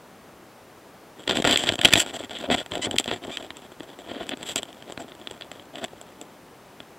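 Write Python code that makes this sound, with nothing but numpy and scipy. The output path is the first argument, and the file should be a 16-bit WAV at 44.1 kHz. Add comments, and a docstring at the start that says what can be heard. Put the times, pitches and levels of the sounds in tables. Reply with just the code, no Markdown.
"""Two beetles scramble on a thin twig, heard through a pickup touching the wood, over a soft steady rush of noise.
First the rush is alone; then claws snap and scrape densely, overloading the pickup at the height.
The struggle thins out, with two short squeaks of stick-slip on the bark, and ends in single ticks.
Each contact is a force convolved with the twig's response: a thud, a woody ring and a glassy top."""
import sys
import numpy as np
from scipy import signal
from scipy.fft import rfft, irfft, next_fast_len
from scipy.io import wavfile
from scipy.ndimage import uniform_filter1d

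SR = 44100
rng = np.random.default_rng(int(sys.argv[2]) if len(sys.argv) > 2 else 0)


def store_wav(level_fs):
    """Save 16-bit WAV to argv[1]."""
    pcm = np.round(np.clip(np.atleast_2d(level_fs), -1, 1) * 32767)
    wavfile.write(sys.argv[1], SR, pcm.T.astype(np.int16))


N = 308145
TAPS, LEAD = 4096, 400  # twig response length and pre-roll [samples]


def amp(db):
    """Decibels to gain."""
    return 10 ** (np.asarray(db) / 20)


def evened(x):
    """Each row scaled to rms 1."""
    return x / np.sqrt(np.mean(x ** 2, axis=-1, keepdims=True) + 1e-20)


def add(mix, time_s, sound):
    """Adds a sound to the mix in place, cut at the mix's end."""
    part = mix[round(time_s * SR):][:len(sound)]
    part += sound[:len(part)]


# outdoor rush spectrum: (frequency [Hz], relative density [dB per Hz])
RUSH_SPECTRUM = [(25, -20), (55, -9), (150, -3.5), (300, -1), (900, -5.5), (2000, -14), (5000, -23),
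                 (15500, -30.5)]


def rush(level_db=-49):
    """Steady noise, strongest in the low middle."""
    hz = np.fft.rfftfreq(N, 1 / SR)
    knot_hz, knot_db = np.transpose(RUSH_SPECTRUM)
    colour = amp(np.interp(np.log(hz + 1), np.log(knot_hz + 1), knot_db))
    return amp(level_db) * evened(irfft(rfft(rng.standard_normal(N)) * colour, N))


# bending modes of twig plus pickup: (frequency [Hz], width [Hz], relative level [dB])
TWIG_MODES = [(49.2, 32, -24), (103, 9.2, -0.5), (274, 100, 3), (342, 132, 2.5), (625, 263, 1.5),
              (1000, 590, -15.5), (1432, 84, -2), (1757, 434, -4.5), (2713, 1160, -3.5), (3192, 226, 7),
              (3427, 336, 4), (3940, 480, -10), (4730, 370, -10.5), (5900, 400, -16.5), (7610, 540, -3.5),
              (8800, 660, -19), (10560, 1900, -23), (13800, 1600, -28.5)]
# thud, ring and top registers: (from [Hz], to [Hz])
REGISTERS_HZ = [(60, 1200), (1200, 5500), (5500, 16000)]


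def twig(skirt=1.39, suddenness=0.85, lag_s=0.000655, scatter_db=-15, scatter_t60_s=0.048):
    """Response of the twig's modes to one sharp push at LEAD samples, with bending-wave dispersion."""
    hz = np.fft.rfftfreq(TAPS, 1 / SR) + 1
    power = sum(amp(db) ** 2 / (1 + (2 * (hz - f) / width) ** 2) ** skirt for f, width, db in TWIG_MODES)
    log_gain = .5 * np.log(power + 1e-10)
    # the ring takes a few cycles to build up
    mirrored = np.concatenate([log_gain, log_gain[-2:0:-1]])
    phase = -suddenness * signal.hilbert(mirrored).imag[:len(hz)]
    # bending waves are slower in the bass: the thud trails the tick
    phase -= 4 * np.pi * lag_s * np.sqrt(REGISTERS_HZ[0][1] * hz)
    direct = np.roll(irfft(np.exp(log_gain + 1j * phase)), LEAD)
    # faint returns from joints and far ends of the branch
    returns = rng.standard_normal(TAPS) * amp(-60 * np.arange(TAPS) / SR / scatter_t60_s)
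    returns *= amp(scatter_db) / np.linalg.norm(returns)
    return direct + signal.fftconvolve(direct, returns)[:TAPS]


# core of each register: (from [Hz], to [Hz])
CORES_HZ = [(30, 700), (2500, 4000), (7000, 8300)]
# treble from AIR_HZ up takes only this share of the top's extra gain over the ring
AIR_HZ, AIR_SHARE = 9510, .65
# thuds below FIRM_DB lose SWING_SLOPE dB more per dB in the bass below SWING_HZ
SWING_HZ, FIRM_DB, SWING_SLOPE = 174.4, -29.5, 0.31


def excite(wood, force, levels_db, seconds):
    """A force rings the twig; levels_db aims each register's rms over the given time."""
    size = next_fast_len(len(force) + TAPS)
    hz = np.fft.rfftfreq(size, 1 / SR)
    # every spot on the twig favours other modes
    spot_db = np.interp(hz, np.geomspace(200, 16000, 22), 2.5 * rng.standard_normal(22))
    spectrum = rfft(force, size) * rfft(wood, size) * amp(spot_db)
    power = 2 * abs(spectrum) ** 2 / (size * seconds * SR)
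    natural_db = [10 * np.log10(power[(hz > lo) & (hz < hi)].sum() + 1e-30) for lo, hi in REGISTERS_HZ]
    gains_db = np.subtract(levels_db, natural_db)
    air_db = gains_db[2] - (1 - AIR_SHARE) * max(gains_db[2] - gains_db[1], 0)
    # flat gain over each core, sloping between cores
    knots_hz = [*np.ravel(CORES_HZ), AIR_HZ]
    knots_db = [*np.repeat(gains_db, 2), air_db]
    tilt_db = np.interp(np.log(hz + 1), np.log(knots_hz), knots_db)
    swing_db = SWING_SLOPE * min(levels_db[0] - FIRM_DB, 0) / (1 + (hz / SWING_HZ) ** 4)
    return irfft(spectrum * amp(tilt_db + swing_db), size)


def registers(strength_db, weight_db, hardness_db):
    """Thud, ring and top levels: strength is the ring, weight thud over ring, hardness top over ring."""
    return np.array([strength_db + weight_db, strength_db, strength_db + hardness_db])


def grit(count, per_s, spread_db):
    """Tiny slips at random moments, most small and a few large."""
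    chance, size, sign = rng.random((count, 3)).T
    sizes = amp(spread_db * np.minimum(-np.log(1 - size), 4))
    return (chance < per_s / SR) * sizes * np.sign(sign - .5)


def drag(wood, strokes, per_s, spread_db, fade, clump_db=3.5, contrast_db=4):
    """Strokes over rough bark as dense runs of slips, shared between a soft foot pad and a hard claw."""
    out = np.zeros(N)
    pad_db = [contrast_db, -contrast_db / 2, -contrast_db]
    claw_db = [-contrast_db, contrast_db / 2, contrast_db]
    for part_db in (pad_db, claw_db):
        # the two shares of power add up to 1
        share_db = -10 * np.log10(1 + amp(part_db) ** -2)
        # grip varies over about 10 ms, so slips clump
        grip_db = clump_db * evened(uniform_filter1d(rng.standard_normal(N), size=400))
        bark = grit(N, per_s, spread_db) * amp(grip_db)
        for start_s, end_s, *touch_db in strokes:
            end_s = max(end_s, start_s + .008)
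            force = bark[round(start_s * SR):round(end_s * SR)]
            force = force * signal.windows.tukey(len(force), fade)
            sound = excite(wood, force, registers(*touch_db) + share_db, len(force) / SR)
            add(out, start_s - LEAD / SR, sound)
    return out


def release(wood, contacts, settle_s=0.0022, slip_size=0.54, lead_s=.0004, creep_s=0.0026, creep_size=.12):
    """A claw creeps a little, lets go sharply, then slips a few more times as it settles."""
    out = np.zeros(N)
    for time_s, *touch_db in contacts:
        force = np.zeros(2 * LEAD)
        before, after = rng.random((2, 5))
        creeps = LEAD - (before * min(creep_s * SR, LEAD)).astype(int)
        slips = LEAD + (after * min(settle_s * SR, LEAD)).astype(int)
        force[creeps] = creep_size * rng.uniform(-0.72, 1, size=5)
        force[slips] = slip_size * rng.uniform(-0.92, 1, size=5)
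        force[LEAD] = 1
        sound = excite(wood, force, registers(*touch_db), seconds=.005)
        add(out, time_s - lead_s - 2 * LEAD / SR, sound)
    return out


# struggle driving the small footwork: (time [s], effort before each layer's trim [dB])
EFFORT = [(1.15, -73), (1.24, -42.5), (1.42, -32), (1.78, -38.5), (1.92, -29), (2.06, -42.5), (2.3, -43.5),
          (2.62, -43), (2.68, -45.5), (2.85, -40), (3.18, -45.5), (3.7, -56), (4.0, -53), (4.28, -49.5),
          (4.61, -44), (4.7, -57.5), (5.05, -54.5), (6.4, -67.5)]


def footwork(time_s, chance, uneven_db, hardness_db, weight_db=4, easy_db=-46, lightening=0.24):
    """Small contacts: feet pad softly at low effort, and the thud's share shrinks as effort grows."""
    effort_db = np.interp(time_s, *np.transpose(EFFORT))
    weights_db = weight_db - lightening * (effort_db - easy_db)
    usual_db = np.column_stack([effort_db, weights_db, np.full(len(time_s), hardness_db)])
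    return usual_db + uneven_db * (2 * chance - 1)


def moments(place):
    """One moment in each equal slice of the EFFORT span, so the feet never rest for long."""
    first_s, last_s = EFFORT[0][0], EFFORT[-1][0]
    return first_s + (last_s - first_s) * (np.arange(len(place)) + place) / len(place)


def shuffle(wood, count=80, trim_db=-3, shortest_s=0.042, longest_s=0.087):
    """Short, weak strokes of restless feet; strength follows effort."""
    chance = rng.random((count, 5))
    time_s = moments(chance[:, 0])
    half_s = (shortest_s + (longest_s - shortest_s) * chance[:, 1]) / 2
    touches_db = footwork(time_s, chance[:, 2:], uneven_db=3, hardness_db=-10.5)
    strokes = np.column_stack([time_s - half_s, time_s + half_s, touches_db])
    return amp(trim_db) * drag(wood, strokes, per_s=400, spread_db=3.5, fade=.8)


def patter(wood, count=55, trim_db=4):
    """Small claw ticks at random moments; strength follows effort."""
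    chance = rng.random((count, 4))
    time_s = moments(chance[:, 0])
    touches_db = footwork(time_s, chance[:, 1:], uneven_db=3.5, hardness_db=-5)
    return amp(trim_db) * release(wood, np.column_stack([time_s, touches_db]))


# soft foot pads landing: (time [s], level before trims [dB])
BUMPS = [(1.387, -18), (1.4, -15.5), (1.699, -17.5), (2.488, -21.5), (2.772, -25), (2.794, -23),
         (2.871, -19), (2.942, -20), (3.281, -25.5), (4.21, -23.5), (5.045, -32), (5.934, -32.5),
         (6.221, -33.5)]


def bumps(wood, trim_db=-4, ring_db=-24, top_db=-34):
    """Soft pads push the twig: mostly thud, with ring and top far below it."""
    contacts = [(time_s, db + trim_db + ring_db, -ring_db, top_db - ring_db) for time_s, db in BUMPS]
    return release(wood, contacts, settle_s=.005)


# stick-slip squeaks: (strength [dB], weight [dB], hardness [dB], glide of (time [s], slip rate [Hz]))
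SQUEAKS = [(-30, -16, -5.5, [(2.813, 1050), (2.828, 977), (2.845, 1024), (2.868, 1170)]),
           (-39.5, -12, -10.5, [(3.306, 1018), (3.324, 1173), (3.340, 1205), (3.355, 1280), (3.367, 1050)])]


def squeaks(wood, jitter=.04, rough=.4, gritty=.6):
    """A claw sticks and slips about 1000 times a second, unevenly and mixed with grit, so it rasps."""
    out = np.zeros(N)
    for *touch_db, glide in SQUEAKS:
        knot_s, knot_hz = np.transpose(glide)
        t = np.arange(knot_s[0], knot_s[-1], 1 / SR)
        slow_noise = uniform_filter1d(rng.standard_normal((2, TAPS * 2)), size=40)
        waver, grip = evened(slow_noise)[:, :len(t)]
        turns = np.cumsum(np.interp(t, knot_s, knot_hz) * (1 + jitter * waver)) / SR
        slips = evened(sum(np.cos(2 * np.pi * k * turns) for k in range(1, 10)))
        slips = slips + gritty * evened(grit(len(t), per_s=4000, spread_db=2))
        force = slips * (1 + rough * grip) * signal.windows.tukey(len(t), .35)
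        add(out, knot_s[0] - LEAD / SR, excite(wood, force, registers(*touch_db), len(t) / SR))
    return out


# leg or shell dragging over bark: (start [s], end [s], strength [dB], weight [dB], hardness [dB])
SCRAPES = [(1.279, 1.345, -33, 2.5, -18), (1.341, 1.419, -33.5, 1, -10), (1.438, 1.56, -25, -1.5, -13),
           (1.571, 1.66, -32, -4.5, -7.5), (1.661, 1.703, -27.5, -3, -13.5), (1.825, 1.91, -33, -7, -18),
           (1.843, 1.86, -11.5, -11.5, -12), (1.933, 1.941, -17, -24, -14), (1.945, 1.988, -32.5, 4.5, -13),
           (1.964, 2.033, -25, -10.5, -1), (2.064, 2.118, -42, -18.5, -18), (2.133, 2.177, -39, -5.5, -4),
           (2.182, 2.23, -46, 1, -5), (2.339, 2.389, -37, -7, -19), (2.43, 2.473, -40.5, 4, -20),
           (2.471, 2.525, -51.5, 20.5, -22), (2.505, 2.558, -25.5, -1, -13),
           (2.566, 2.613, -32.5, -8, -14.5), (2.714, 2.826, -49, 12.5, -17),
           (2.849, 2.98, -58.5, 21.5, -20), (3.077, 3.102, -34.5, -1, -23), (3.102, 3.153, -36, 3.5, -14.5),
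           (3.235, 3.307, -59.5, 19, -23), (3.37, 3.421, -48.5, 5.5, -12), (4.061, 4.277, -44.5, 6.5, -21),
           (4.308, 4.345, -35, 2, -41), (4.449, 4.546, -37, -8.5, -5.5), (4.553, 4.6, -33.5, -11, -6),
           (4.986, 5.03, -50, 13, -0.5), (5.741, 5.813, -46.5, 5.5, -13), (5.807, 5.855, -43.5, 8, -12)]


def scrapes(wood):
    """Strong strokes of the struggle, as dense slips over bark."""
    return drag(wood, SCRAPES, per_s=1300, spread_db=3.0, fade=0.51)


# claw catching or letting go: (time [s], strength [dB], weight [dB], hardness [dB])
SNAPS = [(1.2776, -21.5, -5.5, -16), (1.2949, -21, -3, -15), (1.301, -24.5, -10, -11),
         (1.3103, -19.5, -2.5, -15), (1.3711, -21.5, -8, -10), (1.444, -23, 0.5, -14),
         (1.4502, -20.5, 3.5, -12), (1.4744, -19, 1, -7), (1.5113, -19.5, -15, -6),
         (1.526, -17.5, -33, -11), (1.5597, -14, -10, -25), (1.5742, -18, -18, -4),
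         (1.691, -13.5, -9, -18.5), (1.7227, -26.5, 3, -9), (1.791, -25, -4, -15),
         (1.8143, -18.5, -18, -12.5), (1.8494, -8, -17, -9), (1.8529, -15.5, -15, -19),
         (1.9276, -17, -14, -10), (1.9365, -6, -11.5, -8.5), (1.9565, -14.5, -5, -28),
         (2.2051, -40, 11.5, -17), (2.5018, -25, 7.5, -26), (2.549, -30.5, 9.5, -6),
         (2.7197, -27.5, -3, -23), (2.7544, -27.5, -4, -11), (2.9118, -25.5, -11, -6.5),
         (2.9637, -30, 1, -10), (2.985, -12, -31, -8), (2.9985, -27, 2, 3), (3.0429, -31.5, -24, -9),
         (3.0787, -27.5, 1.5, -13), (3.1139, -24.5, -0.5, -25), (3.239, -37.5, -2, -21),
         (3.372, -24.5, -15, -15.5), (3.5056, -32.5, -4, -20), (3.5697, -42.5, -6, 0.5),
         (3.8057, -38.5, 7.5, -21), (4.2925, -27, -7, -9), (4.4299, -35, -0.5, -2), (4.5599, -23.5, -4, 2),
         (4.5676, -33.5, 0, -7), (4.5796, -32, -22, -3), (4.6314, -30, -4, -7.5), (4.729, -44, -12, -9),
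         (4.8243, -41, -1, -13), (4.9229, -38, 3, -2.5), (4.9765, -33, 1.5, -19), (5.12, -41.5, -1.5, -33),
         (5.215, -45, 5, -24), (5.2729, -29, -8, -20), (5.3117, -38, 4, -3.5), (5.4108, -35.5, -4.5, -18),
         (5.422, -32.5, -20, -30), (5.5161, -36.5, 0, -6.5), (5.597, -42, 0.5, -26),
         (5.757, -34.5, -14, -16), (5.8422, -31, -1, -4), (5.8481, -32, -2, -12), (6.014, -45, 4, 3.5),
         (6.2143, -41, 2.5, 3.5), (6.8037, -37, -0.5, -21)]


def snaps(wood, regrip_db=-17, soonest_s=0.0067, latest_s=.035):
    """Clear snaps, then single ticks; after each the claw faintly catches again."""
    regrips = [(time_s + rng.uniform(soonest_s, latest_s), strength_db + regrip_db, *rest)
               for time_s, strength_db, *rest in SNAPS]
    return release(wood, SNAPS) + release(wood, regrips)


# channel balance: (frequency [Hz], left minus right [dB])
LEFT_LEAD = [(800, 1.5), (1400, 0.45), (5000, 0.95)]


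def scene():
    """One pickup feeds both channels, the left a little louder, most of all in the bass."""
    wood = twig()
    mono = snaps(wood) + bumps(wood) + scrapes(wood) + squeaks(wood)
    mono = mono + patter(wood) + shuffle(wood) + rush()
    lead_db = np.interp(np.fft.rfftfreq(N, 1 / SR), *np.transpose(LEFT_LEAD))
    return irfft(rfft(mono) * amp([lead_db / 2, -lead_db / 2]), N)


def record(dry, hiss_db=-64, hiss_from_hz=4500, bass_cut_hz=38, ceiling=.93, edge_hz=15900):
    """Adds treble hiss per channel, cuts deep bass, overloads smoothly, then limits the band."""
    hiss_filter = signal.butter(2, hiss_from_hz, "high", fs=SR, output="sos")
    hiss = signal.sosfilt(hiss_filter, rng.standard_normal(dry.shape))
    bass_cut = signal.butter(2, bass_cut_hz, "high", fs=SR, output="sos")
    loud = signal.sosfilt(bass_cut, dry + amp(hiss_db) * hiss)
    clipped = loud / (1 + (loud / ceiling) ** 8) ** (1 / 8)
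    band_limit = signal.firwin(401, edge_hz, window=("kaiser", 9), fs=SR)
    return signal.oaconvolve(clipped, band_limit[None], "same")


dry = scene()
out = record(dry)
store_wav(out)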